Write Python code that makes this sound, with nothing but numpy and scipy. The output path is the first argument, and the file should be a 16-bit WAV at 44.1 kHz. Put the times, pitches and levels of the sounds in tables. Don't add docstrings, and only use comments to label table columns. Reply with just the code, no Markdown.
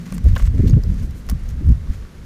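import sys
import numpy as np
from scipy import signal
from scipy.fft import rfft, irfft
from scipy.io import wavfile
from scipy.ndimage import uniform_filter1d

SR = 44100
rng = np.random.default_rng(int(sys.argv[2]) if len(sys.argv) > 2 else 0)


def master_out(mix):
    frames = np.transpose(np.atleast_2d(mix))
    ceiling = np.clip(frames, -1, 1)
    pcm = np.round(ceiling * 32767).astype(np.int16)
    wavfile.write(sys.argv[1], SR, pcm)


N = 99225
TIME = np.arange(N) / SR


def amp(db):
    return 10 ** (np.asarray(db) / 20)


def unit(x):
    return x / np.sqrt(np.mean(x ** 2) + 1e-20)


def level(curve):
    return amp(np.interp(TIME, *np.transpose(curve)))


def colour(x, points):
    hz, db = np.transpose(points)
    f = np.fft.rfftfreq(len(x), 1 / SR)
    gain = amp(np.interp(np.log(f + 1), np.log(hz), db))
    return unit(irfft(rfft(x) * gain, len(x)))


def band(size, hz, width_hz):
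    f = np.fft.rfftfreq(size, 1 / SR)
    return unit(irfft(rfft(rng.standard_normal(size)) / (1 + (2 * (f - hz) / width_hz) ** 2), size))


def add(mix, s, sound):
    part = mix[max(round(s * SR), 0):][:len(sound)]
    part += sound[:len(part)]


def turbulence(spectrum, gusts, window_samples):
    eddies = colour(rng.standard_normal(N), spectrum)
    power = uniform_filter1d(uniform_filter1d(eddies ** 2, window_samples), window_samples)
    return eddies / np.sqrt(power + 1e-3) * level(gusts)


def wind():
    # (t/s, relative level/dB)
    rumble_gusts = [(0, -37), (.08, -48), (0.126, -30), (.225, -27), (.27, -16), (.33, -10.5), (.39, -26),
                    (.44, -20), (.6, -15.5), (0.782, -13), (0.821, -23), (.89, -14), (.98, -23.5),
                    (1.05, -20), (1.13, -29), (1.25, -36.5), (1.28, -25.5), (1.336, -14.5), (1.39, -32),
                    (1.43, -24), (1.629, -23.5), (1.69, -7.5), (1.76, -20.5), (1.8, -29), (1.9, -26.5),
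                    (1.95, -30), (2.049, -30), (2.09, -50), (2.19, -35.5), (2.25, -37.5)]
    flutter_gusts = [(0, -36), (.2, -35.5), (.27, -25.5), (.33, -31.5), (.38, -34.5), (.47, -39.5),
                     (.56, -24.5), (.6, -21), (0.618, -42), (.65, -21.5), (.77, -23.5), (.82, -38.5),
                     (.9, -27.5), (.98, -32.5), (1.03, -31), (1.12, -40), (1.28, -41), (1.324, -32.5),
                     (1.38, -40), (1.56, -42.5), (1.63, -33.5), (1.706, -24.5), (1.755, -53.5), (1.91, -33),
                     (1.98, -48), (2.25, -43)]
    # (f/Hz, relative level/dB)
    rumble_spectrum = [(8, -36), (20, -4.5), (35, 3.5), (65, 1), (100, -7.5), (140, -12), (200, -25),
                       (400, -68), (1000, -103)]
    flutter_spectrum = [(60, -43), (120, -0.5), (180, 3), (250, -5), (330, -18.5), (480, -24.5), (700, -38),
                        (1200, -67), (4000, -90)]
    # (crest t/s, level/dB, f/Hz, half length/s)
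    buffets = [(0.27, 0.5, 60.6, 0.019), (.305, -10.5, 89.8, 0.02), (.436, -3.5, 41.9, 0.013),
               (.487, -6, 65, 0.0074), (.602, -4.5, 104, 0.0065), (.667, -0.5, 86.5, 0.0057),
               (.738, 0.5, 111.5, 0.0077), (.771, -4, 133, 0.0061), (1.691, -4, 62.6, .014),
               (1.724, -5, 86.6, 0.0058), (1.904, -9.5, 48, 0.0069)]
    out = amp(1) * turbulence(rumble_spectrum, rumble_gusts, window_samples=1300)
    out += amp(0.5) * turbulence(flutter_spectrum, flutter_gusts, window_samples=700)
    for s, db, hz, half in buffets:
        swell = np.exp(-((TIME - s) / half) ** 2)
        out += amp(db) * swell * np.cos(2 * np.pi * hz * (TIME - s))
    return out


def hum():
    # (t/s, level/dB)
    swell = [(0, -34), (.1, -34.5), (.16, -23), (.2, -33), (.26, -64)]
    centre_hz, waver = 179.64, 0.027
    hz = centre_hz * (1 + waver * band(N, 10.3, width_hz=23))
    tone = np.sin(2 * np.pi * np.cumsum(hz) / SR)
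    return unit(tone + 0.53 * band(N, centre_hz, width_hz=89)) * level(swell)


def outdoor_hiss():
    # (f/Hz, relative level/dB)
    spectrum = [(20, 0.5), (100, -4), (220, -0.5), (330, -0.5), (480, -2), (750, -10.5), (1200, -9.5),
                (1600, -9.5), (2000, -11), (2500, -16), (4000, -18), (6500, -20.5), (8000, -25.5),
                (12000, -27), (15000, -36)]
    return amp(-48.5) * colour(rng.standard_normal(N), spectrum)


def mail_rustle():
    # (t/s, level/dB)
    slide = [(0, -57), (.12, -46.5), (.17, -48.5), (.2, -64), (.27, -48.5), (.34, -51), (.39, -46.5),
             (.47, -45.5), (.5, -64.5), (.555, -52.5), (.6, -57.5), (.68, -45), (.78, -63.5), (.93, -53),
             (1.04, -52), (1.09, -69), (1.19, -57.5), (1.36, -61), (1.51, -54.5), (1.58, -67.5),
             (1.72, -56), (1.8, -71), (1.94, -50), (2.08, -68)]
    # (f/Hz, relative level/dB)
    spectrum = [(300, -17), (900, -0.5), (2000, 4.5), (3300, -2.5), (6500, -2), (8500, -8), (12000, -12),
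                (15500, -11)]
    grains_per_s, spread_db, clump_db = 1600, 1.5, 3.5
    grain_db = spread_db * np.minimum(rng.exponential(1, N), 4)
    grain_db += clump_db * band(N, 0, width_hz=100)
    grains = amp(grain_db) * rng.choice([-1, 1], N) * (rng.random(N) < grains_per_s / SR)
    hiss = 0.57 * rng.standard_normal(N)
    return colour(unit(grains) + hiss, spectrum) * level(slide)


def shaft_knock(db):
    # (f/Hz, relative level/dB, t60/s)
    modes = [(513, -0.5, 0.024), (658, -16.5, 0.063), (949, -7, 0.02), (1120, 2, 0.027), (1409, -7, 0.041),
             (1550, -3, 0.023), (1740, -1.5, 0.016), (2042, -10, 0.042), (2860, -17.5, 0.064),
             (3194, -20, 0.06), (4800, -19, .02)]
    # (f/Hz, relative level/dB)
    spectrum = [(200, 0), (500, 12), (780, -2), (1600, 5), (3500, -3), (7000, -18.5), (15000, -41)]
    rise_s, crunch_db, crunch_t60 = 0.00025, -6.5, 0.015
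    t = np.arange(4096) / SR
    ringing = sum(amp(mode_db - 60 * t / t60) * np.sin(2 * np.pi * (hz * t + rng.random()))
                  for hz, mode_db, t60 in modes)
    crunch = colour(rng.standard_normal(len(t)), spectrum) * amp(crunch_db - 60 * t / crunch_t60)
    return amp(db) * (amp(-9) * ringing + crunch) * np.minimum(t / rise_s, 1)


def ring_tick(db, hz, ping_db, t60):
    # (f/Hz, relative level/dB)
    spectrum = [(400, 7.5), (1200, 1), (3000, -7), (5500, 0), (10000, -8), (15500, -4)]
    rise_s, fuzz_db = 0.00056, -2
    t = np.arange(4096) / SR
    snap = colour(rng.standard_normal(len(t)), spectrum)
    ping = unit(np.sin(2 * np.pi * hz * t) + amp(fuzz_db) * band(len(t), hz, width_hz=900))
    return (snap + amp(ping_db) * ping) * amp(db - 60 * t / t60) * np.minimum(t / rise_s, 1)


def shaft_scrape(length, db, hz, octaves):
    n = int(length * SR)
    f = np.fft.rfftfreq(n, 1 / SR) + 1
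    grit = rng.standard_normal(n) * amp(2.8 * rng.standard_normal(n))
    bell = np.exp(-.5 * (np.log2(f / hz) / octaves) ** 2)
    friction = unit(irfft(rfft(grit) * bell, n))
    return amp(db) * friction * np.sin(np.pi * np.arange(n) / n)


def eddy_burst(length, db, top_hz):
    edge_s, low_hz, slope = 0.0037, 153, 6.6
    t = np.arange(8192) / SR
    f = np.fft.rfftfreq(len(t), 1 / SR) + 1
    gate = np.clip(np.minimum(t, length - t) / edge_s, 0, 1)
    passband = 1 / (1 + (f / top_hz) ** slope) / (1 + (low_hz / f) ** slope)
    flutter = irfft(rfft(rng.standard_normal(len(t))) * passband) * np.sin(np.pi / 2 * gate) ** 2
    return amp(db) * unit(flutter) * np.sqrt(np.mean(gate))


def scene():
    # (t/s, relative level/dB)
    knocks = [(.066, -37), (.079, -36), (0.1239, -26), (.1808, -31.5), (.362, -16), (0.3656, -16.5),
              (.370, -21.5), (.397, -27.5), (.402, -29), (0.423, -30.5), (0.473, -29.5), (0.734, -30.5),
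              (1.157, -43), (1.2892, -28), (1.2963, -40), (1.3135, -32), (1.872, -37), (2.024, -36),
              (2.05, -37)]
    # (t/s, snap level/dB, ping f/Hz, ping against snap/dB, t60/s)
    ticks = [(0.1234, -29, 9200, -8, 0.0088), (.1805, -29.5, 7200, -3, 0.011),
             (.2415, -34, 9800, -6, 0.0086), (.2645, -36, 5400, -19, 0.011), (0.353, -37, 3160, -2, 0.045),
             (0.365, -32, 5800, -12, 0.013), (.378, -36, 7000, -8, 0.058), (.392, -36, 8000, -7, 0.018),
             (.423, -38, 7820, -3, 0.015), (0.4636, -45, 7900, 5.5, 0.031),
             (0.6781, -38.5, 4240, -7, 0.053), (0.696, -37, 6500, 0.5, 0.034),
             (0.708, -46.5, 4850, 9.5, 0.017), (.8358, -33, 4780, -2, 0.014),
             (1.108, -41.5, 6000, -20, 0.03), (1.2665, -43, 10100, -2, .012),
             (1.2892, -26.5, 5060, -4, 0.013), (1.2961, -27, 14100, -11, 0.042),
             (1.298, -25, 5580, -1.5, 0.012), (1.2976, -30, 9800, 0, 0.016), (1.313, -40, 9350, -8, 0.025),
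             (1.4362, -43, 9200, -2, 0.0067), (1.489, -36, 6200, -3, 0.015), (1.666, -46, 9100, -6, .015),
             (1.69, -38, 7000, -13, .02)]
    # (t/s, length/s, level/dB, centre f/Hz, width/octaves)
    scrapes = [(.134, 0.025, -44, 9500, 0.39), (.425, 0.027, -54, 8000, 1.2), (0.47, 0.016, -50, 2980, 1.5),
               (0.564, 0.11, -52.5, 1920, 0.32), (0.669, 0.021, -43, 3370, 0.79),
               (1.006, .08, -55, 6700, 1.1), (1.142, 0.077, -55, 7500, 1), (1.491, 0.025, -52.5, 5460, 1.3)]
    # (t/s, length/s, level/dB, top edge f/Hz)
    bursts = [(.25, 0.022, -34, 554), (0.59, 0.021, -21, 380), (.626, 0.032, -18.5, 300),
              (.662, .055, -23, 298), (0.762, 0.04, -27, 432), (0.838, 0.0198, -39, 397),
              (.893, 0.036, -34.5, 275), (1.318, 0.0165, -25.5, 243), (1.602, 0.025, -28, 268),
              (1.685, 0.0386, -20, 206)]
    out = wind() + hum() + outdoor_hiss() + mail_rustle()
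    for source, events in ((shaft_knock, knocks), (ring_tick, ticks),
                           (shaft_scrape, scrapes), (eddy_burst, bursts)):
        for s, *settings in events:
            add(out, s, source(*settings))
    return out[None]


def record(dry):
    cutoff_hz = 15450
    rounded = dry / (1 + dry ** 8) ** (1 / 8)
    lowpass = signal.firwin(255, cutoff_hz, window=("kaiser", 9), fs=SR)
    return signal.oaconvolve(rounded, lowpass[None], "same")


dry = scene()
out = record(dry)
master_out(out)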